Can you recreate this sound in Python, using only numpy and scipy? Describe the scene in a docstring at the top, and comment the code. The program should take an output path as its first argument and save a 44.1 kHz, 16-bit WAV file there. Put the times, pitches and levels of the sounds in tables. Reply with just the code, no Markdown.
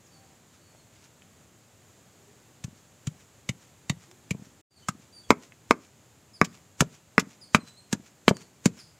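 """Petals drop into a small stone mortar in a yard, heard as soft crackle, amid chirps and hiss.
From 2.6 s a stone pestle pounds: damped swings thud the mortar down, bursts of noise crush the petals.
The sound drops out briefly near 4.65 s; from 5.3 s the blows are mostly harder, and many reach the stone,
whose damped modes clack. After blows the mortar rocks and lands again, and the pestle skids or pulls free.
Throughout, gliding tones make small birds and far calls, and shaped noise makes rumble and hiss."""
import sys
import numpy as np
from scipy import signal
from scipy.fft import rfft, irfft, next_fast_len
from scipy.io import wavfile
from scipy.ndimage import map_coordinates

SR = 44100
rng = np.random.default_rng(int(sys.argv[2]) if len(sys.argv) > 2 else 0)


def unload_wav(signal):
    """Save mono or channel-first audio to the path in sys.argv[1] as 16-bit WAV at rate SR, clipped to [-1, 1]."""
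    wavfile.write(
        sys.argv[1],
        SR,
        np.round(np.clip(np.atleast_2d(signal).T, -1, 1) * 32767).astype(np.int16),
    )


N = 396459
TIME = np.arange(N) / SR  # t/s of the whole scene
AGE = np.arange(SR // 8) / SR  # t/s since one impact
OFF = -120  # level/dB of stone where the petals cushion it

# Blows of the pestle: t/s, thud level/dB, thud f/Hz, ground knock level/dB,
# petals level/dB, hollow level/dB, hollow f/Hz, stone level/dB
BLOWS = [(2.644, -22, 137, -48, -38, -60, 2220, OFF), (3.0735, -16.5, 146, -46, -34.5, -41, 2240, OFF),
         (3.4933, -16, 149, -35, -27.5, -25.5, 2136, OFF), (3.8994, -13, 153, -31, -27, -23.5, 2130, OFF),
         (4.311, -15.5, 157, -31, -29.5, -26, 2310, OFF), (4.8890, -18, 170, -46, -25, -20.5, 1200, OFF),
         (5.3052, -7, 212, -2, -19, -16, 1000, 6), (5.7091, -13, 205, -3.5, -22, -14, 1200, 5),
         (6.4144, -6.5, 192, -11.5, -43, -16, 1120, 3), (6.8082, -7.5, 163, -25, -12, -17, 1270, OFF),
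         (7.1803, -8.5, 188, -12, -37, -15, 1990, 3.5), (7.5471, -6, 180, -11, -18.5, -8, 2220, 7),
         (7.9302, -11.5, 200, -28, -20, -24.5, 1560, OFF), (8.2805, -5.5, 200, -3, -21, -13, 2300, 2),
         (8.6587, -3, 192, -12, -14.5, -25, 1180, OFF)]
# Modes of stone on stone: multiple of the clack pitch, level/dB, t60/s
STONE_MODES = [(.96, 1, .007), (1.3, -3.5, .006), (1.77, -2, .007), (2.1, -17, 0.013), (4.25, -22.5, 0.02),
               (5.399, -24.5, 0.0065)]
# Modes of the mortar's foot against the ground: f/Hz, level/dB, t60/s
FOOT_MODES = [(278, -11, .022), (430, 2, .02), (575, -4, 0.017), (880, -11, 0.019)]
# Modes of the air in the bowl around the pestle: multiple of the hollow pitch, level/dB, t60/s
BOWL_MODES = [(1.0, 0, 0.012), (1.35, -5.5, 0.011), (1.72, -10.5, .009), (2.139, -12, 0.0074)]
# Landings of the mortar, tipped by a blow off centre: t/s, thump level/dB, thump f/Hz
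LANDINGS = [(2.6798, -33.5, 190), (3.922, -30, 163), (4.3477, -26, 175), (4.4205, -33, 185),
            (4.95, -33.5, 202), (5.3237, -17, 218), (5.74, -31, 229), (6.425, -19, 190), (6.822, -10, 208),
            (7.224, -25, 227), (7.5845, -23, 224), (7.95, -23, 216), (8.311, -8, 201), (8.676, -24, 223)]
# Skids of the pestle down the wall of the bowl: peak t/s, level/dB
SKIDS = [(6.448, -28.5), (7.198, -23), (7.553, -23.5), (8.291, -20.5)]
# Petals dropped into the bowl by the fingers: peak t/s, level/dB
HANDFULS = [(.55, -61), (.96, -59), (1.045, -55.5)]
# Snaps of wet petals: peak t/s, level/dB
SNAPS = [(4.114, -42), (4.88, -44), (7.917, -42), (8.369, -41)]
# Light ticks: t/s, level/dB, f/Hz
TICKS = [(0.749, -47, 650), (1.221, -44.5, 2530), (5.522, -39, 2150)]
# Chirps of small birds: t/s, length/s, starting f/Hz, level/dB
CHIRPS = [(0.047, .035, 7200, -55), (.11, 0.076, 4600, -58), (.6, .12, 4500, -64), (.77, .046, 4400, -62),
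          (4.696, 0.059, 4740, -55), (4.76, 0.029, 4590, -51.5), (4.821, .023, 3080, -55),
          (5.124, 0.087, 4700, -46.5), (5.235, .026, 3400, -55), (6.333, 0.045, 5060, -46),
          (7.41, 0.041, 5020, -43), (7.596, 0.031, 4150, -50), (7.661, 0.054, 4050, -49),
          (7.769, 0.043, 4260, -49), (8.344, 0.038, 4770, -47), (8.786, .035, 5230, -43.5)]
# Faint far calls: t/s, length/s, first f/Hz, last f/Hz, level/dB
FAR_CALLS = [(0.119, 0.24, 790, 760, -61), (2.17, 0.17, 373, 432, -58), (4.07, 0.08, 327, 388, -54)]
# Relative spectral density of crushed petals: f/Hz, level/dB per Hz
CRUSH_SPECTRUM = [(200, -10), (700, -3), (1400, -2), (2800, -2), (3800, -4), (5200, -2.5), (7200, 4.5),
                  (8600, -7.5), (12000, -18), (16000, -22)]
# Relative spectral density of sliding petals: f/Hz, level/dB per Hz
SLIDE_SPECTRUM = [(200, -13.5), (800, -6), (1300, -1.5), (2400, -1), (4000, -5), (7200, 0), (8600, -12),
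                  (16000, -24)]
# Relative spectral density of the outdoor air: f/Hz, level/dB per Hz
AIR_SPECTRUM = [(25, -15), (50, -9), (100, 2), (150, -3), (370, -10), (600, -12.5), (1000, -16.5),
                (1800, -19), (5700, -24), (6600, -17.5), (7300, -16.5), (8800, -27), (14800, -32),
                (16000, -38)]
# Decay of reflections from the ground, bowls and body: f/Hz, t60/s
NEAR_DECAY = [(150, 0.079), (1500, 0.059), (7000, .05), (14000, 0.022)]
# Decay of reflections in the yard: f/Hz, t60/s
YARD_DECAY = [(150, 0.3), (600, 0.42), (2000, 0.25), (5000, 0.072), (12000, 0.033)]
# Colour of the yard's reflections: f/Hz, level/dB
YARD_COLOUR = [(60, -6.5), (200, -0.5), (700, -12.5), (2200, -11), (4000, -9), (12000, -10)]
# Decay of reflections among the trees: f/Hz, t60/s
TREE_DECAY = [(1000, .5), (10000, 0.43)]
# Gain through the dropout: t/s, level/dB
DROPOUT = [(4.612, -2), (4.622, -64), (4.695, -61), (4.71, -14.5), (4.80, -3)]
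# Colour of the gritty crack: f/Hz, level/dB
CRACK_COLOUR = [(600, -3), (2000, 4), (7000, -1), (10000, -7), (16000, -13)]
# Distance dulls the top of the calls: f/Hz, level/dB
DISTANCE_COLOUR = [(8000, 0.5), (14000, -16)]
# Lean of the stereo image: f/Hz, left minus right level/dB
LEAN = [(120, 2.0), (500, 0.24), (2000, -.1), (6000, -0.96)]

MEDIUM_DB = -12  # thud of a medium blow
# time to flatten the petals: at a medium blow, dB of thud that halve it, and when stone is reached
SQUEEZE_S, SQUEEZE_HALVES_DB, STONE_SQUEEZE_S = .0033, 16, .00095
CLACK_HZ = 1230  # pitch of stone on stone
LANDING_KNOCK_DB, KNOCK_GROWS = 5, 1.55  # knock of a 0 dB landing; dB of knock per dB of thump
FLIGHT_S, LANDING_LOSS_DB, HELD_DB = .047, 8, -33  # next landing: delay, loss, ceiling set by the hand
# pestle leaves the wet petals: delay, level after a medium blow, dB per dB of thud, rise and fall
LIFT_S, LIFT_DB, LIFT_GROWS, LIFT_RISE_S, LIFT_FALL_S = .135, -54.5, .6, .03, .03
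SKID_RISE_S, SKID_FALL_S = .003, .0062
HANDFUL_RISE_S, HANDFUL_FALL_S = .035, .025
SNAP_RISE_S, SNAP_FALL_S = .001, .0016
# chirps sag toward one low note; least fall as a share; chirps longer than SAG_S fall less
REST_HZ, LEAST_SAG, SAG_S = 3950, .05, .032
RUMBLE_HZ, TOP_HZ = 62, 15900  # lower and upper cut


def amp(db):
    """Logarithmic level: decibels to linear gain."""
    return 10 ** (np.asarray(db) / 20)


def unit(x):
    """Normalisation: the signal scaled to rms 1."""
    return x / np.sqrt(np.mean(x ** 2) + 1e-20)


def along(points, hz):
    """Log-frequency interpolation of (f/Hz, value) points."""
    f, v = np.transpose(points)
    return np.interp(np.log(hz + 1), np.log(f + 1), v)


def curve(rows):
    """Linear interpolation in time of (t/s, value) rows."""
    return np.interp(TIME, *np.transpose(rows))


def wobble(rate, size):
    """Band-limited randomness: a smooth curve through rate random knots a second."""
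    knots = rng.standard_normal(int(size * rate / SR) + 4)
    return map_coordinates(knots, [np.arange(size) * rate / SR])


def filtered(x, response):
    """Linear filtering: the spectrum times a response of frequency."""
    m = next_fast_len(N + SR // 2)
    spectrum = rfft(x, m) * response(np.fft.rfftfreq(m, 1 / SR))
    return irfft(spectrum, m)[..., :N]


def coloured(x, colour):
    """Spectral shaping by (f/Hz, level/dB) points."""
    return filtered(x, lambda hz: amp(along(colour, hz)))


def add(track, s, sound):
    """Superposition: a sound mixed into the track in place at time s."""
    part = track[max(round(s * SR), 0):][:len(sound)]
    part += sound[:len(part)]


def ring(hz, t60):
    """Damped free vibration of one struck mode, falling 60 dB in t60."""
    return np.sin(2 * np.pi * hz * AGE) * np.exp(-np.log(1000) * AGE / t60)


def swell(s, rise, fall):
    """Two-sided exponential envelope that grows to 1 at time s and dies away."""
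    return np.exp(-np.minimum(np.maximum((s - TIME) / rise, (TIME - s) / fall), 20))


def crackle(spectrum, rate, bed):
    """Shot noise: dense tiny bursts of random size on a bed of noise, rms 1."""
    grains = (rng.random(N) < rate / SR) * rng.standard_normal(N)
    return unit(coloured(unit(grains) + bed * rng.standard_normal(N), spectrum))


def thud(hz, crest=0.67, steep=2.0):
    """Damped bounce of the mortar on the ground: the swing builds for crest cycles, then dies."""
    u = hz * AGE / crest
    return np.sin(2 * np.pi * hz * AGE) * (u * np.exp(1 - u)) ** steep


def knock():
    """Modal superposition: the foot of the mortar knocks on the hard ground."""
    return sum(amp(db + rng.normal(0, 1)) * ring(hz, t60) for hz, db, t60 in FOOT_MODES)


def pounding(contact=.0002):
    """Impulsive loading: each blow thuds the mortar down and knocks its foot on the ground."""
    out = np.zeros(N)
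    for s, db, hz, knock_db, *_ in BLOWS:
        foot = amp(knock_db) * knock() * (1 - np.exp(-AGE / contact))
        add(out, s, amp(db) * thud(hz) - foot)
    return out


def strikes(contact=0.00026, crack_db=-19, crack_fall=0.001):
    """Heavily damped modes of stone on stone, with a gritty crack; hand and paste damp the ring."""
    out, crack = np.zeros(N), np.zeros(N)
    for s, *_, db in BLOWS:
        if db > OFF:
            clack = np.zeros(len(AGE))
            # neighbouring modes swing in opposite directions and merge into one broad clack
            for k, (ratio, level, t60) in enumerate(STONE_MODES):
                clack += (-1) ** k * amp(level + rng.normal(0, 1)) * ring(CLACK_HZ * ratio, t60)
            grit = rng.standard_normal(len(AGE)) * np.exp(-AGE / crack_fall)
            add(crack, s, amp(db + crack_db) * grit)
            add(out, s, amp(db) * clack * (1 - np.exp(-AGE / contact)))
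    return out + coloured(crack, CRACK_COLOUR)


def petals(release=0.0037, onset=0.00049, touch_db=-23, touch_rise=.009, touch_fall=0.015):
    """Burst noise of crushed petals, which also excites the air resonances of the bowl."""
    air_in_bowl, pressure = np.zeros(N), np.zeros(N)
    for s, thud_db, _, _, crush_db, hollow_db, hollow_hz, stone_db in BLOWS:
        if stone_db > OFF:
            squeeze = STONE_SQUEEZE_S
        else:  # harder blows flatten the petals sooner
            squeeze = SQUEEZE_S * 2 ** ((MEDIUM_DB - thud_db) / SQUEEZE_HALVES_DB)
        first_touch = s - squeeze
        # the bursting starts at first touch and fades once the cushion is flat
        burst = (1 - np.exp(-AGE / onset)) * np.exp(-np.maximum(AGE - squeeze, 0) / release)
        add(pressure, first_touch, amp(crush_db) * burst)
        # loose petals are brushed just before and after
        pressure += amp(crush_db + touch_db) * swell(first_touch, touch_rise, touch_fall)
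        bowl = sum((-1) ** k * amp(db) * ring(hollow_hz * ratio, t60)
                   for k, (ratio, db, t60) in enumerate(BOWL_MODES))
        hollow = signal.fftconvolve(burst ** 2 * rng.standard_normal(len(AGE)), bowl)
        rms = np.sqrt(np.sum(hollow ** 2) / (.005 * SR))  # energy referred to 5 ms
        add(air_in_bowl, first_touch, amp(hollow_db) * hollow / rms)
    return air_in_bowl + pressure * crackle(CRUSH_SPECTRUM, rate=9000, bed=.8)


def rocking(contact=0.00037, count=2):
    """Repeated impact with energy loss: the tipped mortar lands, then once more, softer."""
    out = np.zeros(N)
    for s, db, hz in LANDINGS:
        for _ in range(count):
            # the knock weakens faster than the thump
            foot = amp(LANDING_KNOCK_DB + KNOCK_GROWS * db) * knock() * (1 - np.exp(-AGE / contact))
            add(out, s, amp(db) * thud(hz, crest=.55, steep=2.5) + foot)
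            s, db = s + FLIGHT_S, min(db - LANDING_LOSS_DB, HELD_DB)
    return out


def rustling():
    """Friction noise under envelopes: pestle skids and lifts, petals drop and snap; ticks ring."""
    handfuls = sum(amp(db) * swell(s, HANDFUL_RISE_S, HANDFUL_FALL_S) for s, db in HANDFULS)
    lifts = sum(amp(LIFT_DB + LIFT_GROWS * (db - MEDIUM_DB)) * swell(s + LIFT_S, LIFT_RISE_S, LIFT_FALL_S)
                for s, db, *_ in BLOWS)
    skids = sum(amp(db) * swell(s, SKID_RISE_S, SKID_FALL_S) for s, db in SKIDS)
    snaps = sum(amp(db) * swell(s, SNAP_RISE_S, SNAP_FALL_S) for s, db in SNAPS)
    envelope = lifts + skids + handfuls + snaps
    out = envelope * crackle(SLIDE_SPECTRUM, rate=3000, bed=0.35)
    for s, db, hz in TICKS:
        add(out, s, amp(db) * (ring(hz, .012) + ring(hz * 1.2, .009)))
    return out


def echo(x, decay, delay):
    """Diffuse reverberation: each stretch of sound is convolved with a fresh decaying noise tail."""
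    out, step = np.zeros(N), SR // 3
    for start in range(0, N, step):
        hz, t, z = signal.stft(rng.standard_normal(SR // 2), SR, nperseg=128)
        fading = z * amp(-60 * t / along(decay, hz)[:, None])
        tail = signal.istft(fading, SR, nperseg=128)[1]
        reflected = signal.fftconvolve(x[start:start + step], tail / np.linalg.norm(tail))
        add(out, start / SR + delay, reflected)
    return out


def whistle(hz, waver, overtone_db):
    """Frequency modulation: a wavering note with its octave, along a pitch for each sample."""
    wavering = hz * (1 + waver * wobble(440, size=SR)[:len(hz)])
    phase = 2 * np.pi * np.cumsum(wavering) / SR
    envelope = np.sqrt(np.abs(np.sin(np.linspace(0, np.pi, len(hz)))))
    return envelope * (np.sin(phase) + amp(overtone_db) * np.sin(2 * phase))


def birds(direct_db=-2, wet_db=-5, bend=2.5, rasp=.14):
    """Gliding tones with reverberation: falling chirps and low far calls among the trees."""
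    calls = np.zeros(N)
    for s, length, hz, db in CHIRPS:
        # a steeper drop brings more rasp; long chirps are cleaner
        drop = min(SAG_S / length, 1) * max(1 - REST_HZ / hz, LEAST_SAG)
        pitch = hz * (1 - drop * np.linspace(0, 1, int(length * SR)) ** bend)
        add(calls, s, amp(db) * whistle(pitch, waver=rasp * drop, overtone_db=-6.5))
    for s, length, first_hz, last_hz, db in FAR_CALLS:
        pitch = np.linspace(first_hz, last_hz, int(length * SR))
        add(calls, s, amp(db) * whistle(pitch, waver=.005, overtone_db=-22.5))
    calls = coloured(calls, DISTANCE_COLOUR)
    return amp(direct_db) * calls + amp(wet_db) * echo(calls, TREE_DECAY, delay=0.011)


def air(db=-55.6, drift_db=0.38, side_db=-24):
    """Stationary shaped noise, barely drifting: outdoor rumble and hiss, highly correlated in stereo."""
    mid, side = unit(coloured(rng.standard_normal((2, N)), AIR_SPECTRUM))
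    pair = mid + amp(side_db) * np.array([side, -side])
    return pair * amp(db + drift_db * wobble(9.5, size=N))


def scene(near_db=-14, yard_db=-26.5, side_db=-33):
    """Superposition of direct sound, reflections and background; bass leans left, treble right."""
    work = petals() + pounding() + strikes() + rocking() + rustling()
    near = amp(near_db) * echo(work, NEAR_DECAY, delay=.003)
    yard = amp(yard_db) * coloured(echo(work, YARD_DECAY, delay=.014), YARD_COLOUR)
    side = amp(side_db) * echo(work, NEAR_DECAY, delay=.001)  # a few reflections arrive sideways
    pair = work + near + yard + np.array([side, -side]) + birds() + air()
    return filtered(pair, lambda hz: amp(np.outer([.5, -.5], along(LEAN, hz))))


def record(dry):
    """Band limiting and clipping: deep bass is shed, the sound drops out once, peaks clip, the top is cut."""
    thinned = filtered(dry, lambda hz: 1 / (1 + (RUMBLE_HZ / (hz + 1)) ** 3.5))
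    clipped = np.clip(thinned * amp(curve(DROPOUT)), -1, 1)
    return filtered(clipped, lambda hz: 1 / (1 + (hz / TOP_HZ) ** 80))


dry = scene()
out = record(dry)
unload_wav(out)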